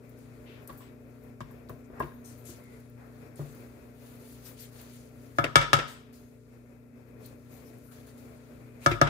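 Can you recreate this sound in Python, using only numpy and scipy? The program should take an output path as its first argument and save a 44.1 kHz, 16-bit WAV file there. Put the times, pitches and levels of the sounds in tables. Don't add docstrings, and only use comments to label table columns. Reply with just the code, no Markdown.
import sys
import numpy as np
from scipy import signal
from scipy.fft import rfft, irfft
from scipy.io import wavfile

SR = 44100
rng = np.random.default_rng(int(sys.argv[2]) if len(sys.argv) > 2 else 0)


def wrap_up_sound(samples):
    columns = np.atleast_2d(samples).T
    tamed = np.clip(columns, -1, 1)
    steps = np.round(tamed * 32767).astype(np.int16)
    wavfile.write(sys.argv[1], SR, steps)


def natural_amplitude(level_db):
    exponent = np.asarray(level_db, float) / 20
    return 10 ** exponent


N = 400856


def rms_one(x):
    return x / np.sqrt(np.mean(x ** 2) + 1e-20)


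def at_hz(points, hz):
    table = np.array(points)
    return np.interp(np.log(hz), np.log(table[:, 0]), table[:, 1])


def drift(rate):
    r = np.exp(-80 * np.pi * rate / SR)
    white = rng.standard_normal(N // 40 + 4002)
    slow = signal.lfilter([1], [1, -2 * r, r * r], white)[4000:]
    return np.interp(np.arange(N) / 40, np.arange(len(slow)), rms_one(slow))


def lean(db):
    return natural_amplitude(np.array([[db / 2], [-db / 2]]))


def band_pass(order, low_hz, high_hz, x):
    return signal.sosfilt(signal.butter(order, [low_hz, high_hz], "band", fs=SR, output="sos"), x)


def clicks(times, db):
    out = np.full(N, 1e-18)
    np.add.at(out, np.round(np.asarray(times) * SR).astype(int), natural_amplitude(db))
    return out


def dying(x, t60):
    return signal.lfilter([1], [1, -natural_amplitude(-60 / (t60 * SR))], x)


# f/Hz, likeness from -1 to 1
PAIR_LIKENESS = [(60, 0.9), (130, 1), (290, 0.98), (640, 0.31), (1410, -0.26), (3100, 0.0062), (6820, 0.16),
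                 (15000, -1.7)]


def bands():
    edges = 22 * 2 ** np.arange(0, 10, .5)
    white = rng.standard_normal((2, 2, N))
    for k, (low, high) in enumerate(zip(edges, edges[1:])):
        mid, side = band_pass(2, low, high, white[k % 2])
        hz = np.sqrt(low * high)
        alike = np.clip(at_hz(PAIR_LIKENESS, hz), -1, 1)
        yield hz, np.sqrt(1 + alike) * mid + np.sqrt(1 - alike) * side * [[1], [-1]]


MOTOR_HZ = [60.05, 91.3, 120.1, 148.9, 211, 240.2, 269, 297.8, 389, 434, 480.4, 509, 600.5, 1189, 1357,
            1441]
# level/dB rms, left-right/dB
MOTOR_LEVELS = [(-64.5, 5), (-68.5, 4.5), (-54.5, 5.5), (-65, 8.5), (-70.5, 2.5), (-53.5, -2),
                (-62.5, 11.5), (-72, 2.5), (-69, 2.5), (-65, 9.5), (-72.5, 9.5), (-90.5, -7.5), (-71, 6.5),
                (-85.5, 3.5), (-80, 10.5), (-86, 10.5)]


def motor():
    t, out = np.arange(N) / SR, 0
    for hz, (db, lean_db) in zip(MOTOR_HZ, MOTOR_LEVELS):
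        strength = np.sqrt(2) * natural_amplitude(db + 2.1 * drift(7.9))
        phase = 2 * np.pi * (hz * t + rng.random()) + 0.3 * drift(1.0)
        out = out + lean(lean_db) * strength * np.sin(phase)
    return out


# f/Hz, left-right/dB
AIR_LEAN = [(60, -3), (110, 7.5), (200, -2.5), (380, -4.5), (700, 9), (1290, 8), (2380, 12.5), (4400, 8),
            (8120, 1.5), (15000, 16)]
# f/Hz, level/dB per Hz
AIR_SPECTRUM = [(30, -30), (55, -6.5), (110, -11), (185, -13.5), (245, -12.5), (440, -8.5), (620, -13.5),
                (810, -23.5), (1400, -25.5), (2560, -28), (2860, -40), (9500, -39.5), (11500, -37),
                (15800, -39.5)]


def air(noise):
    out, together = 0, drift(4.9)
    for hz, band in noise:
        out = out + natural_amplitude(2.0 * together + 0.88 * drift(16)) * lean(at_hz(AIR_LEAN, hz)) * band
    bin_hz = np.arange(N // 2 + 1) * SR / N + 1
    shaped = irfft(rfft(out) * natural_amplitude(at_hz(AIR_SPECTRUM, bin_hz)), N)
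    return natural_amplitude(-54) * rms_one(shaped)


# start t/s, length t/s, hiss level/dB, dull drag over hiss/dB, fine fizz over hiss/dB
STROKES = [(0.0, 0.64, -72, 3.5, -4), (0.424, 0.31, -98, 32.5, -11), (1.061, 0.26, -78, 10, -1),
           (1.914, 0.19, -81, 30, -35), (2.436, 0.17, -59, -14, -2), (2.54, 0.51, -73.5, 6, -7),
           (2.974, 0.14, -80.5, 24.5, -4), (3.06, 0.27, -73.5, 10.5, 1), (3.933, 0.43, -66.5, 1, 2),
           (4.173, 0.42, -64.5, -4, 1), (4.419, 0.16, -60, -0.5, 0), (4.559, 0.15, -54.5, -11, -4.5),
           (4.683, 0.31, -60, 0.5, 0), (4.89, 0.22, -62.5, -10, -3), (4.981, 0.74, -69.5, -11, -1.5),
           (5.354, 0.085, -65.5, -11.5, 6), (6.209, 0.85, -75.5, -22, -9), (7.192, 0.17, -64.5, -11, -1),
           (7.278, 0.94, -69.5, -14, -1), (7.487, 0.14, -71, 5, -2), (7.797, 1.63, -73, 6, -3.5),
           (8.8, 0.19, -56, 2, -1)]
# t/s, t60/s, hiss level/dB, drag over hiss/dB, fizz over hiss/dB
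PEELS = [(0.681, 0.74, -65, 10.5, 3.5), (1.402, 0.19, -76, 20, 14), (1.69, 0.41, -68, 0, 3),
         (2.03, 1, -71, 12, 6), (2.245, 1.8, -66, -1, -1.5), (3.362, 2, -63, 1, 1),
         (5.872, 0.36, -49, 3, -10), (6.125, 0.75, -61.5, -8, 0.5), (7.91, 0.56, -66, 4.5, 0.5),
         (8.062, 0.26, -64, 2, 0), (8.17, 0.43, -69, -23, 4)]


def pressure():
    t, shapes = np.arange(N) / SR, []
    rise_share, edge = 0.35, 0.94
    for s, length, *_ in STROKES:
        shapes.append(np.interp(t, [s, s + rise_share * length, s + length], [0, 1, 0]) ** edge)
    peel_rise_s = 0.011
    for s, t60, *_ in PEELS:
        shapes.append(np.clip((t - s) / peel_rise_s, 0, 1) * natural_amplitude(-60 * np.maximum(t - s, 0) / t60))
    _, _, hiss_db, dull_db, fine_db = np.transpose(STROKES + PEELS)
    smear_db = 0.16 * dull_db
    return natural_amplitude(hiss_db + np.array([dull_db, smear_db, 0 * hiss_db, fine_db])) @ np.array(shapes)


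def wiping():
    drag, smear, hiss, fizz = pressure()
    grains_per_s, grain_t60_s = 900, 0.0015
    grains = natural_amplitude(1.7 * np.minimum(rng.exponential(1, N), 5)) * (rng.random(N) < grains_per_s / SR)
    grainy = rng.standard_normal((2, N)) * (1 + 0.37 * dying(grains, grain_t60_s))
    # gain, low f/Hz, high f/Hz, left-right/dB
    ranges = ((drag, 450, 1700, 4), (smear, 1800, 4500, 4),
              (hiss, 4500, 6800, 3), (hiss, 6800, 10200, 3),
              (fizz, 10600, 13000, 9), (fizz, 12500, 16500, 10))
    out = 0
    for gain, low_hz, high_hz, lean_db in ranges:
        patches = natural_amplitude(0.74 * drift(26) + 1.0 * drift(29.0))
        out = out + gain * patches * lean(lean_db) * rms_one(band_pass(3, low_hz, high_hz, grainy))
    return out


# t/s, peak level/dB,
# pitch f/Hz, t60/s
TICKS = [(0.093, -48, 14500, 0.063), (0.1875, -51, 13770, 0.038), (0.675, -37, 11170, 0.059),
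         (0.7282, -47, 12800, 0.027), (0.7741, -46.5, 13600, 0.27), (1.237, -49, 13700, 0.029),
         (1.5105, -52, 12000, 0.1), (1.694, -41, 14200, 0.059), (1.998, -41, 12600, 0.1),
         (2.4982, -37, 14400, 0.041), (2.638, -47, 14490, 0.035), (2.8005, -49, 14800, 0.035),
         (2.8973, -52, 13600, 0.035), (3.357, -46, 8650, 0.076), (3.5259, -47, 13100, 0.029),
         (3.5483, -44, 14850, 0.035), (3.6037, -47.5, 13400, 0.035), (4.8145, -38, 13600, 0.022),
         (6.1272, -50, 12800, 0.026), (7.259, -38.5, 12570, 0.052), (7.7844, -50, 12200, 0.035),
         (1.688, -45, 3700, 0.027), (1.69, -54, 6000, .05), (5.615, -31, 4800, .03),
         (1.4053, -46, 5600, .03), (1.9965, -48, 5600, .06), (2.024, -36, 2580, 0.045),
         (2.032, -35, 1900, .05), (2.2467, -45, 8000, .03), (2.2583, -42, 7300, .03),
         (2.4543, -43, 7900, 0.033), (4.4478, -51, 9000, .03), (4.5785, -51, 9000, 0.029),
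         (7.252, -49, 3800, 0.073), (7.785, -54, 1503, .02), (1.9, -57, 1100, .03),
         (5.3848, -29, 5200, .015), (8.8626, -16.5, 5400, 0.038), (9.0145, -13, 5500, 0.017),
         (8.916, -19, 2000, .02), (8.9205, -30, 1500, .02), (5.442, -33, 8100, .03),
         (5.442, -40, 14000, .03), (5.616, -38, 8300, .02), (8.913, -43, 13000, .03),
         (5.443, -9, 2200, .02), (5.388, -15, 1530, .05), (8.861, -14, 1140, .04), (9.015, -23, 1130, .04),
         (2.119, -40, 1180, .04)]


def ticks():
    out, size = np.zeros((2, N + SR)), SR // 10
    for (s, db, hz, t60), white in zip(TICKS, rng.standard_normal((len(TICKS), 2, size))):
        burst = white * natural_amplitude(-60 * np.arange(size) / SR / max(t60, .005))
        burst = band_pass(1, hz * 0.94, min(hz * 1.2, 19000), burst)
        start = round(s * SR)
        out[:, start:start + size] += natural_amplitude(db + 0.5) * lean(8.8) * burst
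    return out[:, :N]


# start t/s, end t/s, f/Hz, width f/Hz, level/dB
BRUSHES = [(0.451, 0.64, 2620, 1530, -57.5), (0.467, 0.62, 4300, 1400, -72),
           (0.783, 0.895, 7800, 395, -72.5), (0.802, 0.92, 2500, 2600, -64), (2, 2.22, 3800, 120, -76),
           (1.84, 1.87, 7000, 3000, -75), (2.372, 2.42, 13300, 4000, -64), (2.239, 2.355, 9300, 1600, -64),
           (2.244, 2.368, 6200, 2200, -66), (2.245, 2.31, 12900, 1800, -64), (2.452, 2.55, 7250, 2200, -58),
           (2.448, 2.52, 11400, 900, -57), (2.6, 2.83, 2090, 260, -63), (3.467, 3.6, 6500, 400, -76),
           (3.482, 3.533, 7800, 200, -72), (4.442, 4.525, 13100, 3200, -55), (4.446, 4.51, 5540, 1500, -62),
           (4.45, 4.5, 8200, 900, -62), (4.522, 4.58, 9000, 7000, -73), (4.585, 4.66, 4980, 1600, -59),
           (4.594, 4.66, 12800, 3600, -53.5), (5.437, 5.48, 2100, 600, -35.5),
           (5.612, 5.66, 2000, 700, -33.5), (5.794, 5.82, 2080, 900, -33), (5.875, 6.022, 8100, 833.3, -66),
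           (5.88, 5.96, 13900, 2000, -61), (6.131, 6.202, 4920, 1200, -66), (6.174, 6.34, 6550, 120, -78),
           (7.515, 7.6, 14230, 698, -65), (7.52, 7.58, 12600, 700, -69), (7.52, 7.57, 6500, 500, -76),
           (7.65, 7.699, 5450, 496, -72), (7.655, 7.71, 12500, 3570, -67), (7.83, 7.94, 12500, 4000, -66.5),
           (8.815, 8.875, 2500, 534, -57), (8.911, 8.95, 2190, 530, -33), (8.91, 8.94, 4000, 200, -48),
           (9.063, 9.1, 2200, 500, -38)]
# start t/s, time where the touch would end t/s, f/Hz, width f/Hz, #
# level/dB; an end before the start holds the first faint contact
MORE_BRUSHES = [
    (2.13, 1.8, 6620, 120, -70),
    (2.6, 2.23, 11000, 150, -69),
    (2.13, 2.19, 13000, 400, -72),
    (8.6, 8.0, 2300, 500, -57),
    (7.87, 7.97, 1450, 300, -65),
    (3.2, 3.09, 870, 500, -57),
    (7.24, 7.3, 4200, 640, -62),
]
# start t/s, end t/s, level/dB
RUBS = [
    (2.237, 2.35, -70.5),
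    (2.455, 2.557, -75),
]
# f/Hz, width f/Hz, level/dB
WIRES = [(4090, 90, -6), (5450, 65, -2), (5840, 55, -3), (6180, 150, 1), (6500, 89, -3), (7700, 60, 0),
         (8200, 100, -6), (8610, 70, -8), (9000, 90, -3), (9200, 110, -8), (11500, 150, -7),
         (12450, 70, -4), (12950, 70, -1), (14300, 150, -6)]


def wires():
    out, size = np.zeros((2, N + SR)), SR // 3
    rows = BRUSHES + MORE_BRUSHES
    for a, b, db in RUBS:
        rows = rows + [(a, b, hz, width_hz, db + wire_db) for hz, width_hz, wire_db in WIRES]
    for (a, b, hz, width_hz, db), white in zip(rows, rng.standard_normal((len(rows), 2, size))):
        song = rms_one(band_pass(2, hz - width_hz / 2, hz + width_hz / 2, white))
        touch = np.interp(np.arange(size) / SR / (b - a), [0, .15, .6, 1, 1.4], [.2, 1, .8, .1, 0])
        start, lean_db = round(a * SR), 6.0 + 10.7 * (hz > 5000)
        out[:, start:start + size] += natural_amplitude(db) * touch * lean(lean_db) * song
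    return out[:, :N]


def chatter(rows, contact_s, count):
    rows = np.array(rows, float)
    chance = rng.random((len(rows), count, 2))
    bounce = np.arange(count) > 0
    late = chance[..., 0] * bounce
    touches = np.repeat(rows[:, None], count, axis=1)
    touches[..., 0] += late * contact_s[:, None]
    touches[..., 1] -= (10.0 * late + 8.6 * chance[..., 1]) * bounce
    return touches.reshape(-1, rows.shape[1]).T


# t/s, peak level/dB, thud/dB, crack/dB, brightness/dB per octave
TAPS = [(0.694, -40, 1, -24, -3), (0.806, -49, 1, -12.5, 2), (1.406, -32, -2, -21, 1),
        (1.506, -49.5, -12, -43, 9.5), (1.695, -43, 8.5, -30.5, -10), (1.901, -59.5, 13, -30, -13),
        (2.002, -23.5, -22, -40.5, -9), (2.026, -40.5, 12, -23, -4), (2.117, -52, -13, -35, -5),
        (2.49, -61, 25.5, -16, -6), (3.393, -51, 23, -21.5, -10)]


def tap_touches():
    db = np.array(TAPS)[:, 1]
    hardest_contact_s, doubles_every_db = 0.0088, 17.5
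    return chatter(TAPS, hardest_contact_s * 2 ** ((np.max(db) - db) / doubles_every_db), count=5)


def struck(times, blow_db, modes, contact_hz, spread_db, colour_db=lambda k, hz: 0, count=2):
    out = np.zeros((2, N))
    chance = rng.standard_normal((len(times), len(modes)))
    soft = np.exp(-2 * np.pi * contact_hz / SR)
    first = int(min(times) * SR) - 1
    for k, (hz, db, t60, lean_db, lead) in enumerate(modes):
        sign = (-1) ** (k // count)
        push = sign * clicks(times, blow_db + db + colour_db(k, hz) + spread_db * chance[:, k])[first:]
        ring = natural_amplitude(-60 / (t60 * SR)) * np.exp(2j * np.pi * hz / SR)
        swing = signal.lfilter([(1 - soft) ** 2], np.poly([soft, soft, ring]), push)
        pair = lean(lean_db) * np.exp(.5j * lead * np.array([[1], [-1]]))
        rest = np.exp(-1j * np.angle(pair.sum()))
        out[:, first:] += np.imag(swing * pair * rest)
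    return out


# f/Hz, level/dB, t60/s, left-right/dB, left lead/rad
BEATER_MODES = [(245, 6, 0.055, 4, -0.5), (550, -9, 0.13, 0, -2.5), (716, -13, 0.09, 5, -2),
                (940, -5, 0.049, 7, 5.5), (1000, -1, 0.082, -16, -8.5), (2280, -11, 0.052, 3, 2.5),
                (1059, 3.5, 0.071, 10, 1), (1128, 3.5, 0.068, -8, 1.5), (1235, 0, 0.03, 7, 1.5),
                (1630, -5, 0.061, 13, 8), (1890, -9, 0.078, 7, -2)]


def beater(taps):
    return struck(taps[0], taps[1] - 6, BEATER_MODES, contact_hz=2500, spread_db=0.26)


# f/Hz, level/dB, t60/s, left-right/dB, left lead/rad
COUNTER_MODES = [(50, -19.5, 0.47, 3.5, 0), (107.5, -6, 0.14, 6, -0.17), (145.2, -3.5, 0.26, 1.9, -0.53),
                 (261, -5, 0.1, 2, -0.0019), (348, -1.5, 0.14, 1.7, 0.05), (435.5, -2.5, 0.089, 1, 0.66)]


def counter(blows):
    s, db, thud_db, *_ = blows
    thud = struck(s, db + thud_db + 0.5, COUNTER_MODES, contact_hz=200, spread_db=3.0, count=1)
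    thud = signal.sosfilt(signal.butter(2, 48, "high", fs=SR, output="sos"), thud)
    return signal.lfilter(*signal.iirnotch(195, 4.5, fs=SR), thud)


# f/Hz, width f/Hz
BOWL_GAPS = [(2020, 210), (2500, 220), (4150, 460)]


def hollow(x):
    for hz, width_hz in BOWL_GAPS:
        x = 0.32 * x + 0.56 * signal.lfilter(*signal.iirnotch(hz, hz / width_hz, fs=SR), x)
    return x


# f/Hz, level/dB per Hz
CRACK_SPECTRUM = [(190, -41), (270, -13), (633, -3.5), (947, -18), (1300, 1.5), (1980, -8.5), (3410, -10),
                  (8180, -25.5), (14300, -35), (16500, -56)]
# f/Hz, t60/s
ROOM_T60 = [(250, 0.23), (1000, 0.39), (4000, 0.56), (14000, 0.1)]
# f/Hz, left-right/dB
BOWL_LEAN = [(60, 5), (180, 9), (550, 3.5), (1650, 5.5), (4970, 1), (15000, 11)]


def crack(blows, noise):
    s, db, _, crack_db, bright = blows
    out = 0
    for hz, band in noise:
        colour_db = at_hz(CRACK_SPECTRUM, hz) + bright * np.log2(min(hz, 7500) / 5000)
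        hit = clicks(s, db + crack_db + 19 + colour_db)
        burst, rattle = dying(hit, 0.029), natural_amplitude(-12.5) * dying(hit, 0.12)
        tail = natural_amplitude(-19.0) * dying(hit, at_hz(ROOM_T60, hz))
        shape = signal.lfilter([.06], [1, -.94], burst + rattle + tail)
        out = out + shape * lean(at_hz(BOWL_LEAN, hz)) * band
    return hollow(out)


def room(x):
    t, t60_s = np.arange(SR // 2) / SR, .4
    echoes = rng.standard_normal((2, len(t))) * natural_amplitude(-60 * t / t60_s) * (t > .004)
    return signal.fftconvolve(x, echoes / np.sqrt(np.sum(echoes[0] ** 2)), axes=1)[:, :N]


# t/s, peak level/dB, thud/dB, crack/dB, brightness/dB per octave
HELD_KNOCKS = [
    (5.385, -10, -10, -27, 1.5),
    (5.44, -19.5, -13, -15.5, -3),
    (8.861, -7.5, -8.5, -20.5, 1.5),
    (8.913, -21.5, 5, -15, -0.5),
    (9.014, -6, -9.5, -18.5, -0.5),
    (9.07, -24, 0, -20, -5.5),
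]
FREE_KNOCKS = [
    (5.556, -6.5, -13, -10, 2.5),
    (5.613, -23, -11, -11.5, -1.5),
    (5.731, -7.5, -11.5, -8, 1),
    (5.788, -26.5, -34, -14, -3.5),
]


def knock_touches(knocks):
    return chatter(knocks, np.tile([0, .014], len(knocks) // 2), count=3)


RIM_HZ = [313, 565, 694, 800, 947, 1000, 1071, 1206, 1265, 1330, 1421, 1550, 1700, 1775, 2132, 2281, 2700,
          3085, 3377, 3612, 3790, 1340, 2264, 3472]
# level/dB, t60/s, left-right/dB, left lead/rad
RIM_RINGS = [(-14, 0.1, 0.5, -1.5), (-10, 0.14, -3.5, 0.5), (-17.5, 0.15, 12.5, 0.5), (-9.5, 0.08, 3, 1.5),
             (-20.5, 0.29, 2.5, 5), (-9.5, 0.1, 1.5, 3), (-20, .1, -0.5, 6.5), (-2, 0.045, 3.5, 2.1),
             (3, 0.14, 7.5, 3.5), (-0.5, 0.18, 1, 2), (-1.5, 0.06, 5.5, 2.5), (-7.5, 0.07, 3.5, -2.5),
             (-3.5, 0.063, 7.5, 1.5), (-16.5, 0.085, -1, 3), (-21.5, 0.32, 5.5, 1.5), (-15, 0.27, 3, 0),
             (-23.5, 0.094, 2.5, 6), (-21, 0.15, 3.5, 8.5), (-20, 0.1, 2, 0.5), (-26.5, 0.17, 5.5, 3),
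             (-34.5, .12, -7.5, 5.5), (-15.5, 0.59, 4.5, 3.5), (-20, 0.12, 1.5, 1.5), (-21, 0.24, 2, 3)]


def rim(knocks, ring_share, change_db):
    s, db, _, _, bright = knocks
    modes = []
    for hz, (level_db, t60, *pair) in zip(RIM_HZ, RIM_RINGS):
        modes.append((hz, level_db, t60 * ring_share ** (hz / 1300) ** 0.29, *pair))

    def colour_db(k, hz):
        return change_db[k] + 3.6 * bright * max(np.log2(hz / 1500), 0)

    skid_db = np.tile(np.repeat([0, -5.0], 3), len(s) // 6)
    return struck(s, db + skid_db - 10.0, modes, contact_hz=4050, spread_db=1.76, colour_db=colour_db)


HELD_CHANGE = [6, 5.5, 8.5, 0, 2, -0.5, 4.5, 6.5, 0, -2, 2, -7, 1, 0, -2.5, -5, -7.5, -5.5, -6.5, -4, -6,
               -10, -3.5, -2]


def scene():
    free, held, taps = knock_touches(FREE_KNOCKS), knock_touches(HELD_KNOCKS), tap_touches()
    blows = np.hstack([free, held, taps])
    noise = list(bands())
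    kitchen = motor() + air(noise)
    blade = wiping() + ticks() + wires()
    metal, thud = beater(taps), counter(blows)
    glass = rim(free, 0.94, np.zeros(len(RIM_RINGS))) + rim(held, 0.75, HELD_CHANGE)
    echo = natural_amplitude(-8.5) * room(glass + 0.6 * metal + 0.81 * thud)
    return kitchen + blade + metal + thud + crack(blows, noise) + glass + echo


def gain_control(x):
    loud_db, rest_db, duck_db = -14, -1.38, -5
    hold_s, recover_s, settle_s = 1.07, 0.3, 1
    loud = np.flatnonzero(np.abs(x).max(axis=0) > natural_amplitude(loud_db))
    now = np.arange(N)
    since = now - np.concatenate([[-N], loud])[np.searchsorted(loud, now, side="right")]
    held = np.clip(1 - (since / SR - hold_s) / recover_s, 0, 1)
    settling = dying(held > 0, settle_s * np.log(1000)) / (settle_s * SR)
    return natural_amplitude(rest_db + duck_db * held * settling) * x


def band_limit(x):
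    return signal.sosfilt(signal.butter(12, 16790, fs=SR, output="sos"), x)


def record(dry):
    low_cut = signal.sosfilt(signal.butter(4, 42, "high", fs=SR, output="sos"), dry)
    top_cut = signal.sosfilt(signal.cheby2(16, 42, 15880, fs=SR, output="sos"), low_cut)
    return band_limit(np.clip(gain_control(top_cut), -1, 1))


dry = scene()
out = record(dry)
wrap_up_sound(out)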